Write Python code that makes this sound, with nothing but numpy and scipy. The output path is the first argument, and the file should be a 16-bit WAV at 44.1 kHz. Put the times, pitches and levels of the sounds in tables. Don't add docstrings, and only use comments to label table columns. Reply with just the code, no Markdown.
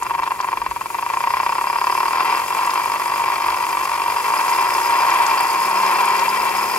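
import sys
import numpy as np
from scipy import signal
from scipy.fft import rfft, irfft
from scipy.io import wavfile
from scipy.ndimage import uniform_filter1d

SR = 44100
rng = np.random.default_rng(int(sys.argv[2]) if len(sys.argv) > 2 else 0)


def pcm_store(signal):
    levels = np.round(np.clip(np.atleast_2d(signal), -1, 1) * 32767)
    wavfile.write(sys.argv[1], SR, levels.astype(np.int16).T)


N = 298998
TIME = np.arange(N) / SR

# time in seconds, turns per second.
SHAFT_SPEED = [(0, 23.91), (.53, 23.62), (.75, 19.48), (1.16, 28.89), (1.52, 33.39), (1.8, 35.25),
               (2.3, 42.37), (2.57, 47.46), (2.95, 50.11), (3.9, 48.16), (4.18, 48.75), (4.61, 63.11),
               (6.21, 66.96), (6.78, 67.15)]
ROTOR_WOBBLE = [(25, 0.1, 0.11, 0.06), (33.5, 0.18, 0.09, .16), (41.5, 0, 0.13, .16),
                (49.1, 0.2, 0.28, 0.43), (54.2, 0, 0.4, .95), (63.7, .8, 0.72, .5),
                (67.13, 0.7, 0.97, 0.83)]
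# time in seconds, share.
PERIOD_DOUBLING = [(4.2, .05), (4.7, .9)]
# centre and half length in seconds, knock gain in dB.
CLEAR_RUNS = [(.362, 0.013, -14), (.76, 0.073, -3), (.89, 0.029, -7.5), (2.48, .05, -3), (3.39, 0.028, -7),
              (3.6, .04, -1.5), (3.98, 0.046, -3), (4.22, .035, -4)]
# frequency in Hz, nominal width in Hz, relative levels left and right in dB.
HOUSING_MODES = [(358, 99, -21, -22.5), (560, 160, -22, -22.5), (782, 218, -14, -14.5), (941.6, 105, 2, 1),
                 (1037, 84, 0, -0.5), (1095.5, 105, -2.5, -2), (1319, 225, -16, -13.5),
                 (1632, 290, -16.5, -17.5), (1880, 360, -14.5, -29.5), (2544, 840, -24.5, -26)]
DRY_COVER_MODES = [(1133, 105, 3.7, 8.6)]
WHEEL_MODES = [(507, 300, -11.5, -19), (1270, 426, -0.5, -3), (1586, 270, -6.5, -22.5),
               (2015, 400, -0.5, -7), (2389, 260, 4, -6.5), (2693, 176, -1, -6), (3231, 550, -10.5, -9),
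               (4600, 1730, -14.5, -14)]
CAN_MODES = [(4710, 47, -15, 4.4), (4930, 200, 4.5, 1.5), (5207, 186, -8, 6.1)]
# time in seconds, wet share.
COVER_WETNESS = [(1.9, 0.83), (2.6, 0.8), (4.1, 0.73), (4.6, 0.95)]
# frequency in Hz, lead of left over right in radians.
LEFT_LEAD = [(150, -4), (500, 1.4), (1000, 0.7563), (1700, 0.81), (2100, 1.6), (2700, 0.07), (3200, 2.5),
             (5000, 1.85)]
# frequency in Hz, gain in dB.
FRAME_RESPONSE = [(60, -37), (130, -21), (190, -6.5), (260, -10), (320, -2), (395, 2), (450, -1),
                  (530, -3.5), (680, -2), (790, 1.5), (950, -10)]
# frequency in Hz, relative level in dB.
SPRAY_SPECTRUM = [(150, -28), (400, 11), (1500, 5.5), (3700, -2.5), (5600, -1.5), (6600, 2), (8300, 0.5),
                  (10000, 2.5), (11800, 3.5), (13200, -2), (14700, -0.5), (15800, -8)]
WIND_SPECTRUM = [(15, -18), (30, -6), (50, -4), (100, 0.5), (160, 0.5), (240, -7), (500, -3.5), (2000, -39)]
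# frequency in Hz, left minus right in dB.
SPRAY_BALANCE = [(3000, -3.5), (5500, 5), (6800, 7.5), (8500, 0.5), (10000, -2), (12500, 8), (14000, 3.5),
                 (15500, 1)]
# centre in seconds, half length in seconds, level in dB.
WIND_PUFFS = [(.12, 0.14, -50), (.66, 0.14, -45), (1.38, 0.044, -46), (3.499, 0.064, -50), (3.9, 0.11, -53),
              (4.65, 0.13, -56), (6.55, 0.14, -61)]
# start in seconds, relative peak in dB, ring in Hz, left minus right in dB.
LARGE_DROPS = [(0.031, -24, 7880, 1), (0.237, -25.5, 3980, -1), (.411, -25.5, 5000, -4),
               (1.134, -31, 6000, -3), (2.6643, -22, 9450, 0), (2.705, -22, 5160, 5), (3.654, -30, 7200, 4),
               (4.7421, -24, 5500, 0), (5.104, -19, 5560, 3), (5.2647, -17, 6260, 1),
               (5.406, -18, 10900, -4), (5.863, -20, 5270, 5), (6.0556, -21, 9000, 3),
               (6.194, -20, 4900, 0)]

CRUISE, CRITICAL, WHIRL_RANGE, BRUSH_CHATTER = 50, 42, 2.1, 29.5
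ROCK_END_S = .55
LOOSEN_S, LET_GO_S = (5.35, 5.85), (5.85, 6.1)
WHIRL_WOBBLE, ROCK_WOBBLE = (0.22, 0.5, 0.13), (0.51, 0.1, 0.075)
KNOCK_LAW = (-14.5, 7, -1, -5, -2)
SCRAPE_LAW = (-25.5, 7, 2.5, -3, 0)
TICK_LAW = (-33, 12.5, -2.5, -7, -.5)
WHIRR_LAW = (-48.5, 6.5, 3, 0, 0.5)
HUM_LAW = (-59, 8.5, 8, 0, -1)


def gain_of(db):
    return 10 ** (np.asarray(db) / 20)


def unit_rms(x):
    return x / np.sqrt(np.mean(x ** 2) + 1e-20)


def smoothed(x, first, second):
    return uniform_filter1d(uniform_filter1d(x, first), second)


def steadied(x):
    power = smoothed((x ** 2).mean(0), 6000, 3000)
    return x / np.sqrt(abs(power) + 1e-20)


def curves(rows, at=TIME):
    axis, *columns = np.transpose(rows)
    return [np.interp(at, axis, column) for column in columns]


def ramp(x, ends):
    return np.clip((x - ends[0]) / (ends[1] - ends[0]), 0, 1)


def swells(rows):
    return sum(height * np.exp(-((TIME - s) / half) ** 2) for s, half, height in rows)


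def spectrum_at(points, hz):
    f, value = np.transpose(points)
    return np.interp(np.log(hz + 1), np.log(f + 1), value)


def coloured(x, points):
    return irfft(rfft(x) * gain_of(spectrum_at(points, np.fft.rfftfreq(N, 1 / SR))), N)


def drift(hz):
    rolloff = 1 + (np.fft.rfftfreq(N, 1 / SR) / hz) ** 4
    return unit_rms(irfft(rfft(rng.standard_normal(N)) / rolloff, N))


def clicks(s, size):
    at = np.round(s * SR).astype(int)
    inside = (at >= 0) & (at < N)
    return np.bincount(at[inside], size[inside], N)


def patter(per_s, spread_db):
    size = gain_of(spread_db * np.minimum(rng.exponential(1, N), 5)) * rng.choice([-1, 1], N)
    return size * (rng.random(N) < per_s / SR)


def ring(force, modes, steep, size=4096):
    hz = abs(np.fft.fftfreq(size, 1 / SR))
    bins, margin = size // 2 + 1, size // 16
    power = sum(gain_of([[left], [right]]) ** 2 / (1 + (2 * (hz - f) / width) ** 2) ** steep
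                for f, width, left, right in modes)
    log_magnitude = np.log(power + 1e-9) / 2
    response = np.exp(np.conj(signal.hilbert(log_magnitude)))[:, :bins]
    response[1] *= np.exp(-1j * spectrum_at(LEFT_LEAD, hz[:bins]))
    taps = np.roll(irfft(response), margin, axis=1)
    return signal.oaconvolve(force[None], taps, axes=1)[:, margin:][:, :N]


def reverberant(x, wet_db, t60, shared=0, size=8000):
    t = np.arange(size) / SR
    taps = rng.standard_normal((3, size)) * (rng.random((3, size)) < .1)
    taps *= gain_of(-60 * t / t60) * (t > .002)
    taps = np.sqrt(shared) * taps[2] + np.sqrt(1 - shared) * taps[:2]
    taps /= np.linalg.norm(taps, axis=1, keepdims=True)
    return x + gain_of(wet_db) * signal.oaconvolve(x, taps, axes=1)[:, :N]


def shaft_speed(t=TIME):
    return curves(SHAFT_SPEED, t)[0]


def passes(turns, angle):
    return np.interp(np.arange(int(turns[-1])) + angle, turns, TIME)


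def whirling(speed):
    return 1 / (1 + ((speed - CRITICAL) / WHIRL_RANGE) ** 8)


def law_db(law):
    cruise_db, slope_db, whirl_db, centred_db, free_db = law
    speed = shaft_speed()
    centred = ramp(speed - CRITICAL - WHIRL_RANGE, (-.5, .5))
    return (cruise_db + slope_db * np.log2(speed / CRUISE) + whirl_db * whirling(speed)
            + centred_db * centred + free_db * ramp(TIME, LET_GO_S))


def wobble(t):
    speed = shaft_speed(t)
    whirl = np.outer(WHIRL_WOBBLE, whirling(speed))
    rocking = np.outer(ROCK_WOBBLE, t < ROCK_END_S)
    return np.array(curves(ROTOR_WOBBLE, speed)) + whirl + rocking


def rotor_blows(turns):
    out = np.zeros((3, N))
    for k, angle in enumerate([0, .75, .59]):
        s = passes(turns, angle)
        side, opposite, loose = wobble(s)
        time_jitter, force_jitter, gap_jitter, rebound_jitter = rng.standard_normal((4, len(s)))
        alternation = curves(PERIOD_DOUBLING, s)[0] * (-1) ** np.arange(len(s))
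        s = s + 0.00157 * loose * time_jitter + .0009 * alternation
        size = [1, side, opposite][k] * gain_of((1 + 1.33 * loose) * force_jitter + 0.5 * alternation)
        rebound_s = .0052 + (0.00029 + .001 * loose) * gap_jitter
        out[k] = clicks(s, size) + clicks(s + rebound_s, 0.56 * size * gain_of(2.6 * rebound_jitter))
    return out


def housing_knocks(impacts):
    wet = curves(COVER_WETNESS)[0]
    damped = ring(impacts * wet, HOUSING_MODES, steep=2.44)
    undamped = ring(impacts * (1 - wet), HOUSING_MODES + DRY_COVER_MODES, steep=2.42)
    return steadied(damped + undamped)


def wheel_scrape(impacts, side):
    contact = unit_rms(smoothed(abs(impacts), 480, 300))
    grit = unit_rms(patter(per_s=4000, spread_db=3.43)) * (0.17 + contact)
    glancing = unit_rms(impacts + 0.83 * side)
    return steadied(ring(unit_rms(grit) + 0.36 * glancing, WHEEL_MODES, steep=2.64))


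def rotor_rattle(turns):
    lull_db, uneven_db = swells(CLEAR_RUNS), 1.13 * drift(2)
    knock_db = law_db(KNOCK_LAW) + lull_db + uneven_db
    scrape_db = law_db(SCRAPE_LAW) + 0.48 * lull_db + uneven_db - 1.5 * (TIME < ROCK_END_S)
    main, side, opposite = rotor_blows(turns)
    looseness = wobble(TIME)[2]
    impacts = main + side + opposite + 0.38 * looseness * patter(per_s=260, spread_db=2.83)
    knocks = gain_of(knock_db) * housing_knocks(impacts)
    scrape = gain_of(scrape_db) * wheel_scrape(impacts, side)
    return (reverberant(knocks, wet_db=-16, t60=.08, shared=.7)
            + reverberant(scrape, wet_db=-10, t60=.06, shared=.3))


def brush_ticks(turns):
    ticks = np.zeros(N)
    for k, strength in enumerate([1.0, 0.39, 0.86, 0.038, 0.4, 0.58]):
        s = passes(turns, k / 6)
        ticks += clicks(s, strength * gain_of(4.8 * rng.standard_normal(len(s))))
    scratch = smoothed(ticks, 90, 60) * rng.standard_normal(N)
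    can = ring(unit_rms(ticks) + unit_rms(scratch), CAN_MODES, steep=1.32)
    gliding = 1 - ramp(shaft_speed() - BRUSH_CHATTER, (-1, 1))
    tick_db = law_db(TICK_LAW) - 4.5 * gliding + 1.25 * drift(5)
    return gain_of(tick_db) * steadied(reverberant(can, wet_db=-8.5, t60=0.084))


def frame_whirr(turns):
    speed, doubling = shaft_speed(), curves(PERIOD_DOUBLING)[0]
    out = np.zeros(N)
    for order in np.setdiff1d(np.arange(4, 41) / 2, [3, 6]):
        waver_db = 2.6 * np.interp(TIME, np.linspace(0, TIME[-1], 50), rng.standard_normal(50))
        share = 0.52 * doubling if order % 1 else 1
        amplitude = share * gain_of(spectrum_at(FRAME_RESPONSE, order * speed) + waver_db)
        out += amplitude * np.sin(2 * np.pi * (order * turns + rng.random()))
    return gain_of(law_db(WHIRR_LAW)) * out


def pole_hum(turns):
    phase = 2 * np.pi * 3 * turns
    undamped = ramp(TIME, LOOSEN_S)
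    fundamental = gain_of(12 * undamped + 1.9 * drift(5)) * np.sin(phase)
    sideband = .45 * curves(PERIOD_DOUBLING)[0] * np.sin(2 * phase - np.pi * turns)
    radiation = 4 * gain_of(spectrum_at(FRAME_RESPONSE, 6 * shaft_speed()))
    octave = radiation * gain_of(4 * undamped + 1.6 * drift(2.6)) * (np.sin(2 * phase) + sideband)
    return gain_of(law_db(HUM_LAW)) * (fundamental + octave)


def droplets():
    out, t = np.zeros((2, N)), np.arange(200) / SR
    for hz in np.geomspace(3600, 12000, 12):
        splat = np.sin(2 * np.pi * hz * t) * np.exp(-hz * t / 1.5) * np.sqrt(hz)
        hits = patter(per_s=hz / 22, spread_db=3.6) * (.6 + rng.uniform(-1, 1, (2, N)))
        out += signal.oaconvolve(hits, splat[None], axes=1)[:, :N]
    return unit_rms(reverberant(out, wet_db=-0.5, t60=0.03))


def jet_db(cruise_db=-33, db_per_doubling=6, lag_s=0.39):
    speed = shaft_speed()
    acceleration = uniform_filter1d(np.maximum(np.gradient(speed, TIME), 0), size=5000)
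    flow = speed + lag_s * acceleration
    return cruise_db + db_per_doubling * np.log2(flow / CRUISE)


def spray(turns):
    mist = unit_rms(rng.standard_normal((2, N)))
    surge_db = 0.89 * drift(23) + 0.41 * drift(9.9) + np.cos(2 * np.pi * turns)
    left, right = (mist + 0.63 * droplets()) * gain_of(surge_db)
    half_balance = np.array(SPRAY_BALANCE) * [1, .5]
    panned = np.array([coloured(left, half_balance), coloured(right, half_balance * [1, -1])])
    return gain_of(jet_db()) * unit_rms(coloured(panned, SPRAY_SPECTRUM))


def wind(rumble_db=-49.5, buffet_hz=(38, 85)):
    air = rng.standard_normal(N) + 0.18 * rng.standard_normal((2, N))
    eddies = rng.standard_normal(N) + 0.64 * rng.standard_normal((2, N))
    buffet = signal.sosfilt(signal.butter(2, buffet_hz, "band", fs=SR, output="sos"), eddies)
    puffs = swells([(s, half, gain_of(db)) for s, half, db in WIND_PUFFS])
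    return gain_of(rumble_db) * unit_rms(coloured(air, WIND_SPECTRUM)) + puffs * unit_rms(buffet)


def large_drops(size=900):
    out, t = np.zeros((2, N)), np.arange(size) / SR
    for s, db, hz, pan_db in LARGE_DROPS:
        burst = rng.standard_normal((2, size)) * np.exp(-t / 0.0047)
        band = signal.butter(2, [hz * 0.7, hz * 1.31], "band", fs=SR, output="sos")
        splat = signal.sosfilt(band, burst) + 0.055 * burst
        gains = gain_of(db + 5 + np.array([[pan_db], [-pan_db]]) / 2)
        start = round(s * SR)
        out[:, start:start + size] += gains * splat / abs(splat).max()
    return out


def scene():
    turns = np.cumsum(shaft_speed()) / SR - .58
    balance_db = curves([(5.6, 0.18), (6.6, 1.2)])[0]
    pan = gain_of(np.array([balance_db, -balance_db]) / 2)
    turbine = rotor_rattle(turns) + brush_ticks(turns) + frame_whirr(turns) + pole_hum(turns)
    return pan * turbine + spray(turns) + large_drops() + wind()


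def record(dry, ceiling=0.67, cutoff_hz=15850):
    rounded = ceiling * np.tanh(dry / ceiling)
    lowpass = signal.firwin(511, cutoff_hz, window=("kaiser", 9), fs=SR)
    return signal.oaconvolve(rounded, lowpass[None], "same")


dry = scene()
out = record(dry)
pcm_store(out)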